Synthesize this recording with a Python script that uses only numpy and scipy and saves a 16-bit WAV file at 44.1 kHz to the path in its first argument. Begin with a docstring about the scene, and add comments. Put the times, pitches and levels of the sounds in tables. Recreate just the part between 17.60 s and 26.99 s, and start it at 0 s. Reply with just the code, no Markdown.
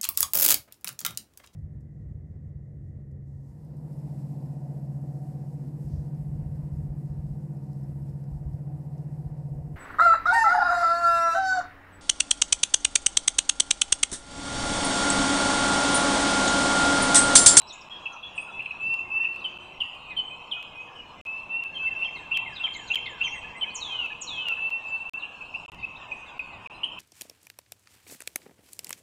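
"""Chicks in a treetop nest peep, call and whistle: gliding sines with faint overtones and shaped puffs.
Other birds of the wood swoop, slide, fall and climb in pitch; a far chorus is many random short notes.
Leaves make the voices waver, and trunks return them as a long thin tail of random echoes.
Shaped noise is far traffic hum below and microphone hiss above; engine tones pass.
The camera's stream stutters: short gaps of silence and decaying ticks."""
import sys
import numpy as np
from scipy import signal
from scipy.fft import next_fast_len
from scipy.io import wavfile
from scipy.ndimage import uniform_filter1d

SR = 44100
rng = np.random.default_rng(int(sys.argv[2]) if len(sys.argv) > 2 else 0)


def int16_out(signal):
    """Quantize to a 16-bit WAV file."""
    q = np.round(np.clip(np.atleast_2d(signal).T, -1, 1) * 32767)
    wavfile.write(sys.argv[1], SR, q.astype(np.int16))


N = 414099  # samples

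# Bird levels hold before flutter and mixing; note pitches hold before the onset scoop.
# held whistles creeping up in pitch:
# (time [s], length [s], end pitch [Hz], level [dB], share of the length spent swelling [1])
WHISTLES = [(0.921, 0.13, 2690, -35.5, 0.46), (1.197, .165, 2720, -22.5, 0.84),
            (1.384, 0.038, 2700, -30, 0.25), (1.497, .13, 2704, -21, 0.87), (2.699, 0.11, 2594, -39.5, .08),
            (2.931, 0.13, 2580, -37, 0.092), (3.147, 0.12, 2580, -37, 0.36), (3.656, 0.2, 2690, -30, 0.072),
            (3.89, 0.15, 2758, -24.5, 0.45), (4.042, 0.052, 2700, -30.5, 0.32),
            (4.174, 0.14, 2690, -23.5, 0.87), (4.349, .044, 2707, -28, 1), (5.819, 0.061, 2590, -35.5, 1),
            (6.298, 0.077, 2567, -37.5, 0.31), (6.698, 0.21, 2647, -32.5, 0.29),
            (6.947, 0.24, 2713, -27, 0.55), (7.223, .2, 2695, -29, 0.84), (7.443, 0.049, 2710, -32, .6),
            (7.536, 0.061, 2741, -30, 0.19), (9.373, 0.041, 2690, -34, .56)]
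# second and third partial of a note: (level relative to the fundamental [dB])
OVERTONE_DB = [-51.5, -57]
# short notes, one table per shape: (time [s], length [s], start pitch [Hz], level [dB])
PEEPS = [(.306, 0.0094, 2710, -48), (.455, .023, 2717, -24), (.778, 0.015, 2640, -21.5),
         (.818, 0.022, 2670, -34.5), (1.058, 0.0073, 2638, -22.5), (1.103, .02, 2626, -28),
         (1.637, .029, 2721, -20.5), (2.483, 0.052, 2575, -35.5), (6.042, 0.085, 2580, -36.5),
         (6.492, 0.046, 2600, -34), (7.621, 0.044, 2800, -28), (7.805, 0.032, 2660, -34.5),
         (8.41, 0.042, 2620, -43.5), (8.513, .017, 2580, -23.5), (8.792, 0.012, 2580, -23.5),
         (9.058, 0.013, 2590, -30)]
RISING_PEEPS = [(.992, 0.021, 2560, -23.5), (4.76, 0.019, 2590, -19.5), (7.939, 0.027, 2587, -24.5),
                (8.226, .028, 2507, -25.5)]
PIPS = [(0, 0.063, 3960, -43.5), (.01, 0.22, 7850, -65.5), (.302, 0.12, 3275, -36.5),
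        (.628, .064, 3365, -35.5), (.898, 0.12, 3415, -52), (1.72, 0.078, 4150, -62.5),
        (2.57, 0.049, 4320, -56), (4.928, 0.044, 4895, -56), (5.19, .06, 6900, -59),
        (5.33, 0.055, 7020, -55), (5.678, 0.051, 5620, -54), (5.71, 0.056, 6530, -52),
        (5.842, 0.018, 1730, -45), (5.949, 0.048, 2053, -40), (5.962, .058, 8070, -59),
        (6.052, 0.024, 1710, -51.5), (6.503, .016, 1730, -43), (6.97, .019, 1764, -47.5),
        (9.142, 0.044, 4050, -54.5)]
FALLS = [(.089, .04, 4300, -41), (.207, 0.02, 5900, -50), (.499, .076, 1466, -48),
         (.523, 0.023, 6700, -51.5), (.748, 0.062, 9130, -53.5), (.868, .059, 1466, -46.5),
         (1.205, 0.038, 7800, -64), (1.802, 0.029, 4430, -53), (2.498, .04, 4300, -53),
         (2.502, 0.049, 2180, -45.5), (2.96, .039, 1466, -47), (4.551, .045, 4450, -47),
         (4.86, 0.078, 8700, -73), (4.565, 0.071, 8500, -70.5), (4.952, 0.046, 4150, -38),
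         (5.032, 0.038, 1400, -43.5), (5.128, .038, 7200, -52), (5.134, .028, 4520, -43),
         (5.268, .037, 4480, -43.5), (5.272, 0.025, 7080, -51), (5.457, 0.018, 4100, -34.5),
         (5.49, 0.044, 7600, -60.5), (5.632, .07, 6700, -46.5), (5.733, .054, 2200, -38),
         (5.738, 0.078, 8580, -60), (6.033, 0.018, 2500, -37.5), (7.59, .04, 4270, -50.5),
         (8.36, 0.11, 1900, -61), (8.392, 0.063, 3800, -54), (8.392, 0.069, 7570, -70),
         (8.65, 0.12, 1730, -60), (8.659, 0.062, 3950, -51.5), (8.662, 0.048, 7700, -68),
         (8.89, 0.077, 2190, -53.5), (8.918, .043, 4350, -60), (8.93, 0.024, 7730, -69)]
CLIMBS = [(.068, 0.037, 4950, -47), (.123, 0.025, 6240, -43.5), (.76, .04, 7300, -54.5),
          (0.796, 0.037, 7920, -51), (5.161, 0.015, 6470, -44.5), (5.316, 0.017, 6000, -48.5),
          (6.098, .021, 3900, -49), (8.354, 0.025, 3380, -48)]
# how far a falling note drops: (start pitch [Hz], end pitch over start pitch [1])
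FALL_RATIO = [(1500, .87), (2150, .9), (2600, .8), (4300, .8), (7000, .85), (9000, .93)]
# sharp chips: (time [s], length [s], start pitch [Hz], end pitch [Hz], level [dB])
CHIPS = [(1.841, 0.03, 3164, 2980, -25), (2.203, 0.026, 3137, 2710, -21), (2.253, 0.018, 2860, 2660, -33.5),
         (2.564, .05, 3135, 3008, -23.5), (2.912, 0.025, 3490, 2850, -24.5),
         (3.353, 0.062, 3030, 2860, -39), (4.143, 0.053, 3217, 3085, -32.5),
         (5.095, 0.018, 3160, 3200, -35), (5.69, .024, 3264, 3210, -34), (6.01, 0.031, 3126, 3017, -22.5),
         (9.232, 0.015, 2850, 3180, -19)]
# begging calls of peep, chip and drop:
# (time [s], peep level [dB], chip delay [s], chip level [dB], drop level [dB])
CALLS_OF_THREE = [(4.416, -19.5, 0.029, -30.5, -41), (4.711, -18.5, 0.031, -26, -45),
                  (4.998, -23.5, .037, -23, -33.5), (5.301, -16, .035, -20.5, -33.5),
                  (5.607, -16, 0.029, -25, -31)]
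# swooping song of a nearby bird, one list per strand; the last sounds an octave below the second:
# (time in the song [s], level [dB], pitch [Hz])
SWOOP = [
    [(0, -56.5, 9050), (.015, -33.5, 6950), (.03, -39, 5810), (.06, -62, 5300)],
    [(.06, -47.5, 4550), (.08, -34.5, 3920), (.105, -38, 3553), (.16, -38, 3217), (.25, -34, 2900),
     (.33, -26, 2577)],
    [(.11, -64.5, 1750), (.2, -63.5, 1559), (.33, -50, 1320)],
]
# its plays: (time [s], level offset [dB])
SWOOPS = [(6.14, 0.06), (6.604, 0.1)]
# downward slide of a farther bird, one list per strand: (time in the song [s], level [dB], pitch [Hz])
SLIDE = [
    [(0, -35, 2202), (.03, -36.5, 2030)],
    [(.035, -48.5, 1850), (.1, -51, 1600), (.17, -55, 1414)],
]
# its plays: (time [s], level offset [dB])
SLIDES = [(4.265, -9.5), (4.558, -7), (4.855, -5), (5.148, -3.5), (5.455, -1.5)]
# far birds before mixing: (centre pitch [Hz], pitch spread [Hz], rms level [dB])
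CHORUS = [(2643, 265, -55), (3050, 240, -70), (3963, 750, -71.5), (1995, 830, -64.5), (5210, 1200, -76.5),
          (6860, 2200, -77.5), (8470, 3000, -81)]
# decay of the echoes in the wood: (frequency [Hz], time to fall by 60 dB [s])
WOOD = [(1500, 0.91), (2700, 1.11), (7000, 0.67)]
# spectral shape of the background, traffic hum below and microphone hiss above:
# (frequency [Hz], relative level [dB])
BACKGROUND = [(20, -5), (88, -5.5), (422, -8), (1030, 5), (1480, -11.5), (1900, -26), (2700, -0.5),
              (4500, -35.5), (7500, -32.5), (9500, -40.5), (9800, -45.5), (15600, -43.5)]
# traffic swells before weighting by frequency: (time [s], level [dB])
RUMBLE = [(0, 4), (1.602, 7.5), (3, 2.5), (4.201, 8), (5.6, 10), (7.403, 4), (8.298, 7), (9.39, 6.5)]
# far engine tones: (start [s], end [s], mean pitch [Hz], mean level [dB])
DRONES = [(1.192, 2.299, 358, -57.5), (2.4, 3.61, 479, -62), (4.9, 7.405, 472.2, -60)]
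# silences of the stream: (start [s], end [s])
GAPS = [(.289, .296), (1.9775, 1.985), (3.6135, 3.652), (3.666, 3.668), (5.3476, 5.356), (7.0961, 7.105),
        (7.4951, 7.5355), (8.061, 8.0805), (8.0997, 8.119), (8.7842, 8.793), (8.864, 8.867), (9.074, 9.098)]
# ticks where the stream is joined: (time [s], peak level [dB])
TICKS = [(0.0188, -29.5), (.0327, -42), (.6674, -46), (1.0271, -38.5), (1.3411, -27.5), (1.762, -35),
         (2.3519, -42), (2.713, -44), (3.0282, -31.5), (3.6518, -39), (4.0381, -29), (4.406, -40),
         (4.7739, -16.5), (5.1413, -40), (5.349, -23), (5.3568, -19), (6.4619, -34), (6.8856, -19.5),
         (7.0973, -37), (7.104, -32), (7.4188, -44), (7.5358, -31.5), (8.1192, -36), (8.1466, -37),
         (8.793, -41)]

CREEP = 0.96  # start pitch of a whistle over its end pitch
# shapes: (end pitch over start pitch, share of the length spent swelling)
PEEP, RISING_PEEP, PIP, CLIMB = (0.96, 0.45), (1.055, 0.71), (1.001, 0.18), (1.18, 0.48)
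FALL_RISE, CHIP_RISE = 0.52, 0.49  # share of the length spent swelling
# notes of a begging call: (length [s], start pitch [Hz], end pitch [Hz], share swelling)
FIRST, SECOND, THIRD = (0.029, 2655, 2750, 0.51), (.032, 3245, 3060, .3), (0.02, 2650, 2050, 0.47)
DROP_AFTER_S = .028  # from the chip to the drop
TRILL_HZ, TRILL_DEPTH = 115, .45  # throb of the peep in a begging call
# glint near the third partial of a chip: length, (start, end) pitch, level relative to the chip
CHIP_THIRD_S, CHIP_THIRD_HZ, CHIP_THIRD_DB = .022, (9500, 8800), -37
WOOD_DB = -8.5  # near birds sent to the wood
BACKGROUND_DB = -47.5  # rms of the hum and hiss without engine tones
FADE_IN_S = .001  # return after a gap
TICK_S, TICK_HZ = 0.00038, 2600  # decay time and swing of a tick
EDGE_HZ = 15550  # band limit of the stream


def gain_of(db):
    """Logarithmic level: 20 dB is a factor of ten in amplitude."""
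    return 10 ** (np.asarray(db) / 20)


def evened(x):
    """Normalisation of power: scales to rms 1."""
    return x / np.sqrt(np.mean(x ** 2) + 1e-20)


def read(points, hz):
    """Interpolation on a logarithmic frequency axis."""
    f, value = np.transpose(points)
    return np.interp(np.log(hz + 1), np.log(f + 1), value)


def add(mix, s, sound):
    """Superposition: adds a sound in place at time s."""
    part = mix[max(round(s * SR), 0):][:len(sound)]
    part += sound[:len(part)]


def chirp(length, start_hz, end_hz, db, rise):
    """Syrinx puff: frequency modulation by an onset scoop and a settling glide, with faint harmonics."""
    u = np.linspace(0, 1, max(round(length * SR), 100))  # progress through the note
    scoop = 1 + 0.079 * np.sign(start_hz - end_hz) * np.exp(-u * length / 0.0018)
    glide_hz = end_hz + (start_hz - end_hz) * (1 - u) ** 1.3
    phase = 2 * np.pi * np.cumsum(scoop * glide_hz) / SR
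    rise = np.clip(rise, .05, .95)
    puff = np.sin(np.pi / 2 * np.minimum(u / rise, (1 - u) / (1 - rise))) ** 0.67
    tone = np.sin(phase)
    for partial, overtone_db in enumerate(OVERTONE_DB, 2):
        tone += gain_of(overtone_db) * np.sin(partial * phase)
    return gain_of(db) * puff * tone


def held_whistles():
    """Upward frequency glide: each whistle creeps to its end pitch."""
    out = np.zeros(N)
    for s, length, hz, db, rise in WHISTLES:
        add(out, s, chirp(length, CREEP * hz, hz, db, rise))
    return out


def begging_calls():
    """Amplitude modulation in a note sequence: a throbbing peep, then a chip and a drop."""
    out = np.zeros(N)
    for s, peep_db, after, chip_db, drop_db in CALLS_OF_THREE:
        peep = chirp(*FIRST[:3], peep_db, FIRST[3])
        throb = np.sin(np.pi * TRILL_HZ * np.arange(len(peep)) / SR) ** 2
        add(out, s, peep * (1 - TRILL_DEPTH * throb))
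        add(out, s + after, chirp(*SECOND[:3], chip_db, SECOND[3]))
        add(out, s + after + DROP_AFTER_S, chirp(*THIRD[:3], drop_db, THIRD[3]))
    return out


def short_notes():
    """Proportional pitch bends shape peeps and pips; a brief high partial sharpens the chips."""
    out = begging_calls()
    for rows, (bend, rise) in ((PEEPS, PEEP), (RISING_PEEPS, RISING_PEEP), (PIPS, PIP)):
        for s, length, hz, db in rows:
            add(out, s, chirp(length, hz, bend * hz, db, rise))
    for s, length, start_hz, end_hz, db in CHIPS:
        add(out, s, chirp(length, start_hz, end_hz, db, CHIP_RISE))
        add(out, s, chirp(CHIP_THIRD_S, *CHIP_THIRD_HZ, db + CHIP_THIRD_DB, CHIP_RISE))
    return out


def whistle(rows):
    """Phase is the integral of frequency: a sine follows a pitch and level curve."""
    s, db, hz = np.transpose(rows)
    t = np.arange(s[0], s[-1], 1 / SR)
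    tone = np.sin(2 * np.pi * np.cumsum(np.interp(t, s, hz)) / SR)
    edges = signal.windows.tukey(len(t), min(600 / len(t), 1))
    # the root of 2 makes the table level an rms level
    return np.sqrt(2) * gain_of(np.interp(t, s, db)) * tone * edges


def songs():
    """Superposed whistled strands: the swooping song and the downward slide."""
    out = np.zeros(N)
    for song, plays in ((SWOOP, SWOOPS), (SLIDE, SLIDES)):
        for s, db in plays:
            for rows in song:
                add(out, s + rows[0][0], gain_of(db) * whistle(rows))
    return out


def glides():
    """Frequency glides of farther birds: falls by a pitch-dependent ratio, climbs by a fixed one."""
    out = np.zeros(N)
    for s, length, hz, db in FALLS:
        add(out, s, chirp(length, hz, read(FALL_RATIO, hz) * hz, db, FALL_RISE))
    climb_ratio, climb_rise = CLIMB
    for s, length, hz, db in CLIMBS:
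        add(out, s, chirp(length, hz, climb_ratio * hz, db, climb_rise))
    return out


def fluttered(x, depth, size):
    """Scattering by moving leaves: a random complex gain adds to the straight path."""
    a, b = rng.standard_normal((2, N))
    a = evened(uniform_filter1d(uniform_filter1d(a, size=size), size=size))
    b = evened(uniform_filter1d(uniform_filter1d(b, size=size), size=size))
    analytic = signal.hilbert(x, next_fast_len(N))[:N]
    return (analytic * (1 + depth * (a + 1j * b))).real / np.sqrt(1 + 2 * depth ** 2)


def birds():
    """Superposition of near and middle voices, each kind with its own scattering."""
    out = fluttered(short_notes(), 0.23, size=90)
    out += fluttered(held_whistles(), 0.088, size=500)
    out += fluttered(songs(), 0.38, size=150)
    return out + fluttered(glides(), 0.34, size=45)


def chorus(count=170):
    """Random superposition: many short notes around favourite pitches, most of them falling."""
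    out = np.zeros(N)
    for hz, spread_hz, db in CHORUS:
        band = np.zeros(N)
        for when, place, stretch, bend, loud in rng.random((count, 5)):
            start_hz = hz + spread_hz * (place - .5)
            end_hz = start_hz + .7 * spread_hz * (bend - .7)
            add(band, when * N / SR, chirp(0.018 + .07 * stretch, start_hz, end_hz, 10 * loud, 0.54))
        out += gain_of(db) * evened(band)
    return out


def branches(x, count=9):
    """Early reflection: a few close echoes off trunk and branches thicken each note."""
    taps = np.zeros(SR // 20)
    delay_s = np.geomspace(.003, .045, count) * rng.uniform(.9, 1.1, count)
    taps[(delay_s * SR).astype(int)] = rng.choice([-1., 1.], count)
    decay = gain_of(-200 * np.arange(len(taps)) / SR)  # 200 dB per second
    return signal.oaconvolve(x, taps * decay)[:N]


def wood(x):
    """Reverberation off trunks: sparse echoes of random sign, each band dying at its own speed."""
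    taps = np.zeros(SR)
    at = np.arange(500, SR - 20, 20)
    # stands of trunks echo in clumps
    trunks_db = 3 * evened(uniform_filter1d(rng.standard_normal(len(at)), size=25))
    signs = rng.choice([-1., 1.], len(at))
    taps[at + rng.integers(0, 20, len(at))] = signs * gain_of(trunks_db)
    hz, t, z = signal.stft(taps, SR, nperseg=256)
    decay = gain_of(-60 * t / read(WOOD, hz)[:, None])
    tail = signal.istft(z * decay, SR, nperseg=256)[1]
    return signal.fftconvolve(x, tail / np.linalg.norm(tail))[:N]


def engine_tones(out):
    """Slow frequency and amplitude modulation: far engine tones waver as they come and go."""
    for s, end, tone_hz, db in DRONES:
        n = round((end - s) * SR)
        waver = evened(uniform_filter1d(rng.standard_normal(N), size=2500))[:n]
        tone = np.sin(2 * np.pi * np.cumsum(tone_hz + 5 * waver) / SR)
        add(out, s, gain_of(db + waver[::-1]) * tone * signal.windows.tukey(n, .5))


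def background():
    """Spectrally shaped noise: traffic hum below, microphone hiss above, and far engine tones."""
    frames, hz = N // 256 + 5, np.fft.rfftfreq(1024, 1 / SR)
    a, b, patches = rng.standard_normal((frames, 513, 3)).T
    patches = uniform_filter1d(patches, size=10, axis=0)  # across frequency
    patches = evened(uniform_filter1d(patches, size=14, axis=1))  # across time
    swell = evened(uniform_filter1d(rng.standard_normal(frames), size=60))
    # patchy treble, even hiss on top
    depth_db = np.interp(hz, [1200, 2000, 9500, 9800], [1.8, 3.1, 5.4, .2])[:, None]
    rumble_db = np.interp(np.arange(frames) * 256 / SR, *np.transpose(RUMBLE))
    bass_share = read([(40, 0.61), (150, 0.84), (300, 0.7), (600, 0.065)], hz)[:, None]
    level_db = read(BACKGROUND, hz)[:, None] + depth_db * patches + 0.11 * swell + rumble_db * bass_share
    noise = signal.istft((a + 1j * b) * gain_of(level_db), nperseg=1024, noverlap=768)[1][:N]
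    out = gain_of(BACKGROUND_DB) * evened(noise)
    engine_tones(out)
    return out


def scene():
    """Superposition of direct sound, reflections and background."""
    near, far = birds(), fluttered(chorus(), .35, size=450)
    wet = gain_of(WOOD_DB) * near + far
    # two tails fed in turn: the birds sit at different places
    half = np.sin(np.pi * np.arange(N) / SR / 1.3)
    tails = wood(wet * half) + wood(wet * np.sqrt(1 - half ** 2))
    voices = near + gain_of(-4.5) * far + gain_of(-11.0) * branches(near + far) + tails
    # little of the voices is heard above 9.6 kHz
    voices = signal.sosfilt(signal.butter(16, 9600, fs=SR, output="sos"), voices)
    return (voices + background())[None]


def record(dry):
    """Gating, impulses and low-pass filtering: the stream drops out, ticks and limits the band."""
    t, out = np.arange(N) / SR, dry.copy()
    for s, end in GAPS:
        out *= np.where(t < s, 1, np.clip((t - end) / FADE_IN_S, 0, 1))
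    tick_t = t[:40]
    tick = np.exp(-tick_t / TICK_S) * np.cos(2 * np.pi * TICK_HZ * tick_t)  # a jump swings back and dies
    for s, db in TICKS:
        add(out[0], s, gain_of(db) * tick)
    low_pass = signal.firwin(511, EDGE_HZ, window=("kaiser", 9), fs=SR)
    return signal.oaconvolve(out, low_pass[None], "same")


dry = scene()
out = record(dry)
int16_out(out)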